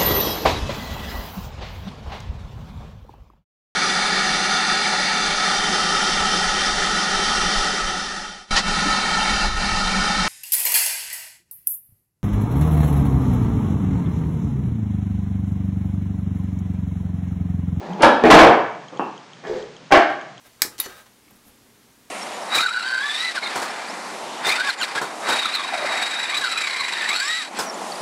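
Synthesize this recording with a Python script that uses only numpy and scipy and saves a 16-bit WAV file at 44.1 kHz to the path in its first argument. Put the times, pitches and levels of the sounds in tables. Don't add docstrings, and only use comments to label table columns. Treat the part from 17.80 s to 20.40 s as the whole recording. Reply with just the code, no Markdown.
import sys
import numpy as np
from scipy import signal
from scipy.fft import rfft, irfft
from scipy.io import wavfile
from scipy.ndimage import uniform_filter1d

SR = 44100
rng = np.random.default_rng(int(sys.argv[2]) if len(sys.argv) > 2 else 0)


def int16_out(signal):
    q = np.round(np.clip(np.atleast_2d(signal).T, -1, 1) * 32767)
    wavfile.write(sys.argv[1], SR, q.astype(np.int16))


N = 114660


def undb(db):
    return 10 ** (np.asarray(db) / 20)


def unit(x):
    return x / np.sqrt(np.sum(x ** 2) + 1e-18)


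def at(hz, table):
    f, v = np.array(table, float).T
    return np.interp(np.log(np.maximum(hz, 1)), np.log(f), v)


def swell(table):
    s, db = np.array(table).T
    return np.interp(np.arange(N) / SR, s, undb(db), left=0, right=0)


def through(x, impulse):
    return signal.fftconvolve(x, impulse)[:len(x)]


def response(colour, bright_hz=SR, size=2048):
    f = np.arange(size // 2 + 1) * SR / size
    gain = undb(at(f, colour)) / np.hypot(1, f / bright_hz)
    cepstrum = irfft(np.log(gain))
    cepstrum[1:size // 2] *= 2
    cepstrum[size // 2 + 1:] = 0
    return unit(irfft(np.exp(rfft(cepstrum))))


def add(out, s, x):
    i = max(int(s * SR), 0)
    out[i:i + len(x)] += x[:N - i]


def blows(rows, colour, ring_db, chatter_db):
    # frequency in Hz, relative level in dB, t60 in seconds
    modes = [(332.5, 5.5, 0.11), (570, -0.5, 0.086), (727, -4, 0.12), (790.2, 1, 0.2), (1097, 7, 0.073),
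             (1589, -4, 0.1)]
    contact_rise_s = 0.0011
    out, t = np.zeros(N), np.arange(SR // 2) / SR
    rise = 1 - np.exp(-t / contact_rise_s)
    span = np.sqrt(.05 * SR)
    for s, db, bright_hz, chatter_s in rows:
        push = undb(chatter_db) * rng.standard_normal(len(t)) * np.exp(-t / chatter_s) * rise
        push[0] += 1
        knock = unit(through(push, response(colour, bright_hz)))
        ring = np.zeros(len(t))
        for hz, mode_db, t60 in modes:
            shifted_hz = hz * (1 + .025 * rng.standard_normal())
            envelope = undb(mode_db + 2 * rng.standard_normal() - 60 * t / t60)
            ring += envelope / np.hypot(1, hz / bright_hz) * np.sin(2 * np.pi * shifted_hz * t)
        add(out, s, span * undb(db) * (knock + undb(ring_db) * unit(ring * rise ** 2)))
    return out


def grains(colour, rough):
    x = rng.standard_normal(N) * np.exp(rough * rng.standard_normal(N))
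    return unit(through(x, response(colour))) * np.sqrt(N)


def grazes(rows, colour):
    level, t = np.zeros(N), np.arange(SR // 5) / SR
    for s, db, decay_s in rows:
        add(level, s, undb(db) * np.exp(-(t / decay_s) ** 2))
    return grains(colour, rough=0.17) * level


def landings():
    # start in seconds, level in dB, contact brightness in Hz, chatter decay in seconds
    wheel_hits = [(.512, 1, 1220, 0.004), (.537, 3.5, 1300, 0.0066), (.562, -4, 2030, 0.028),
                  (.612, -2.5, 2010, 0.016), (.635, -6.5, 1300, 0.0084), (.665, -8, 2980, 0.01)]
    # frequency in Hz, level in dB
    wheel_colour = [(60, -56), (140, -10), (220, -8.5), (320, -3.5), (660, 1), (1100, -3.5), (2000, -13.5),
                    (4000, -21), (8000, -32.5), (15000, -45)]
    return blows(wheel_hits, wheel_colour, ring_db=-8, chatter_db=-11)


def slaps():
    # start in seconds, level in dB, contact brightness in Hz, chatter decay in seconds
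    slap_hits = [(.5025, -1, 8000, 0.019), (.589, -1, 5070, 0.0096), (2.114, -16.5, 9000, 0.0074),
                 (2.122, -4.5, 6000, 0.0046), (2.136, -11, 6000, 0.006), (2.151, -7.5, 3560, 0.0062),
                 (2.19, -19, 4000, 0.008)]
    # frequency in Hz, level in dB
    slap_colour = [(60, -59.5), (200, -16.5), (330, 6), (440, -11), (700, 8.5), (930, -5.5), (1650, -2.5),
                   (2300, -10.5), (2900, -12.5), (3400, -19.5), (4800, -22.5), (7000, -30), (10000, -37),
                   (15000, -65)]
    return blows(slap_hits, slap_colour, ring_db=-11.5, chatter_db=-12.5)


def pop():
    # start in seconds, level in dB, contact brightness in Hz, chatter decay in seconds
    pop_hits = [(.206, -12.5, 880, 0.06), (.2305, -0.5, 7900, 0.0074), (.268, -10, 1800, 0.0012),
                (.294, -19.5, 1800, 0.0024)]
    # frequency in Hz, level in dB
    pop_colour = [(140, -24), (270, 2.5), (560, 3.5), (670, 2), (830, 7), (1100, -3.5), (1600, -1.5),
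                  (2100, -11), (3300, -13), (6000, -30), (15000, -64)]
    # start in
    # seconds, level in dB, decay in seconds
    graze_hits = [(.221, -14, 0.0097), (2.297, -44.5, .02)]
    # frequency in Hz, level in dB
    graze_colour = [(500, -27), (3000, 6.5), (5200, 6), (10500, -4.5), (13000, -49)]
    return blows(pop_hits, pop_colour, ring_db=-17, chatter_db=-4.5) + grazes(graze_hits, graze_colour)


def thumps():
    # start in seconds, level in dB, contact brightness in Hz, chatter decay in seconds
    thump_hits = [(.422, -23, 900, 0.0089), (.4385, -5, 1100, .006), (.453, -3.5, 3020, 0.023)]
    # frequency in Hz, level in dB
    thump_colour = [(80, -51), (220, -4), (310, 5), (520, -5), (780, -3.5), (1050, -18), (1700, -14.5),
                    (5000, -31.5), (14000, -45)]
    return blows(thump_hits, thump_colour, ring_db=-8, chatter_db=-17.5)


def rolling():
    # time in seconds, level in dB
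    roll_curve = [(0, -35), (.08, -27.5), (.17, -28.5), (.21, -21.5), (.23, -56)]
    # frequency in Hz, level in dB
    roll_colour = [(80, -33.5), (280, -2), (600, -3), (840, -1.5), (1100, -13), (5000, -34.5), (12000, -70)]
    # time in seconds, level in dB
    rumble_curve = [(.06, -42), (.1, -27.5), (.2, -31.5)]
    # frequency in Hz, level in dB
    rumble_colour = [(80, -69), (185, 33), (350, -35)]
    waver_db, waver_s = -3.5, 0.023
    waver = uniform_filter1d(rng.standard_normal(N), int(waver_s * SR))
    grind = grains(roll_colour, rough=0.62) * undb(waver_db * waver / waver.std())
    return grind * swell(roll_curve) + grains(rumble_colour, rough=0) * swell(rumble_curve)


def scuff():
    # start in seconds, level in dB before doubling
    slips = [(1.696, -21.5), (1.712, -25.5), (1.732, -21.5), (1.775, -28), (1.797, -35)]
    # start in seconds, level in dB,
    # contact brightness in Hz, chatter decay in seconds
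    kick_hits = [(1.637, -38.5, 3000, 0.015), (1.649, -33, 4000, 0.0059)]
    # frequency in Hz, level in dB
    kick_colour = [(70, -48), (160, 0), (1900, -4), (2900, -17.5), (10000, -38)]
    # time in seconds, level in dB
    rub_curve = [(1.63, -38.5), (1.72, -24), (1.8, -36), (1.84, -44)]
    # frequency in Hz, level in dB
    rub_colour = [(70, -39), (170, -18.5), (380, 5), (475, 7.5), (590, -4.5), (760, -3), (1000, -23),
                  (10000, -50)]
    # time in seconds, level in dB
    grit_curve = [(1.66, -46), (1.68, -34.5), (1.71, -44), (1.76, -36.5), (1.85, -57)]
    # frequency in Hz, level in dB
    grit_colour = [(80, -31), (500, 5.5), (1800, 4.5), (2500, -3), (4400, -1.5), (8000, -13.5),
                   (12000, -56)]
    groan_hz, groan_t60_s = 470.5, 0.066
    groan, t = np.zeros(N), np.arange(SR // 5) / SR
    decay = np.exp(-np.log(1000) * t / groan_t60_s)
    for s, db in slips:
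        hz = groan_hz * (1 + .05 * rng.standard_normal())
        add(groan, s, 2 * undb(db) * np.sin(2 * np.pi * hz * t) * decay)
    kick = blows(kick_hits, kick_colour, ring_db=-24, chatter_db=4)
    rub = grains(rub_colour, rough=0.38) * swell(rub_curve)
    grit = grains(grit_colour, rough=0.81) * swell(grit_curve)
    return kick + groan + rub + grit


def steps():
    # start in seconds, level in dB, contact brightness in Hz, chatter decay in seconds
    shoe_hits = [(1.123, -32, 900, 0.044), (1.1955, -19, 1300, 0.00098), (1.214, -42.5, 9050, 0.015),
                 (2.107, -23.5, 1200, 0.01)]
    # frequency in Hz, level in dB
    shoe_colour = [(60, -60), (150, -11), (270, 1), (620, 1.5), (1120, -0.5), (1400, -10), (2800, -17.5),
                   (6000, -55)]
    # start in seconds, level in dB, decay in seconds
    sole_hits = [(1.2, -36.5, 0.035)]
    # frequency in Hz, level in dB
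    sole_colour = [(300, -47), (2100, -10), (2750, 5), (3900, -31)]
    return blows(shoe_hits, shoe_colour, ring_db=-17, chatter_db=-11) + grazes(sole_hits, sole_colour)


def ticks():
    tick_starts = [0.133, 1.084, 1.173, 1.378, 1.533, 1.67, 1.826, 1.966, 2.413, 2.579]
    tick_hz, rise_s, tick_db, octave_db = 3190, 0.0009, -34.5, -8
    out, t = np.zeros(N), np.arange(SR // 40) / SR
    shape = t / rise_s * np.exp(1 - t / rise_s)
    for s in tick_starts:
        phase = 2 * np.pi * tick_hz * (1 + 0.011 * rng.standard_normal()) * t
        add(out, s, undb(tick_db) * shape * (np.sin(phase) + undb(octave_db) * np.sin(2.04 * phase)))
    return out


def outdoor_air():
    # frequency in Hz, level in dB
    air_colour = [(85, -37.5), (125, 10), (200, 6), (400, -1.5), (850, -1), (1500, -4), (3000, -6.5),
                  (6600, -13), (9500, -27.5), (12000, -60)]
    return undb(-46) * through(rng.standard_normal(N), response(air_colour))


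def garage():
    # band centre in Hz, t60 in seconds
    decays = [(100, 0.7), (300, 0.54), (700, 0.6), (1800, 0.63), (5000, 0.5), (11000, 0.31)]
    direct_db, early_db, room_db = -7, -8.5, -7.5
    build_s, early_s = 0.0039, 0.027
    t = np.arange(SR) / SR
    noise = rfft(rng.standard_normal(SR))
    f, tail = np.arange(len(noise)), 0
    for hz, t60 in decays:
        share = at(f, [(h, float(h == hz)) for h, _ in decays])
        tail = tail + irfft(noise * share) * np.exp(-np.log(1000) * t / t60)
    build = 1 - np.exp(-(t / build_s) ** 2)
    early = rng.standard_normal(SR) * (rng.random(SR) < 900 / SR) * np.exp(-t / early_s)
    room = undb(room_db) * unit(tail * build) + undb(early_db) * unit(early * build)
    room[0] += undb(direct_db)
    return room


def scene():
    sources = [landings(), slaps(), pop(), thumps(), scuff() + rolling(), steps()]
    in_garage = sum(through(source, garage()) for source in sources)
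    return (in_garage + ticks() + outdoor_air())[None]


def record(dry):
    clip_level, knee = 0.72, 10
    droop_hz, top_hz = 9600, 15800
    clipped = dry / (1 + np.abs(dry / clip_level) ** knee) ** (1 / knee)
    pole = np.exp(-2 * np.pi * droop_hz / SR)
    dulled = signal.lfilter([1 - pole], [1, -pole], clipped)
    top_cut = signal.ellip(8, .2, 70, top_hz, fs=SR, output="sos")
    return signal.sosfilt(top_cut, dulled)


dry = scene()
out = record(dry)
int16_out(out)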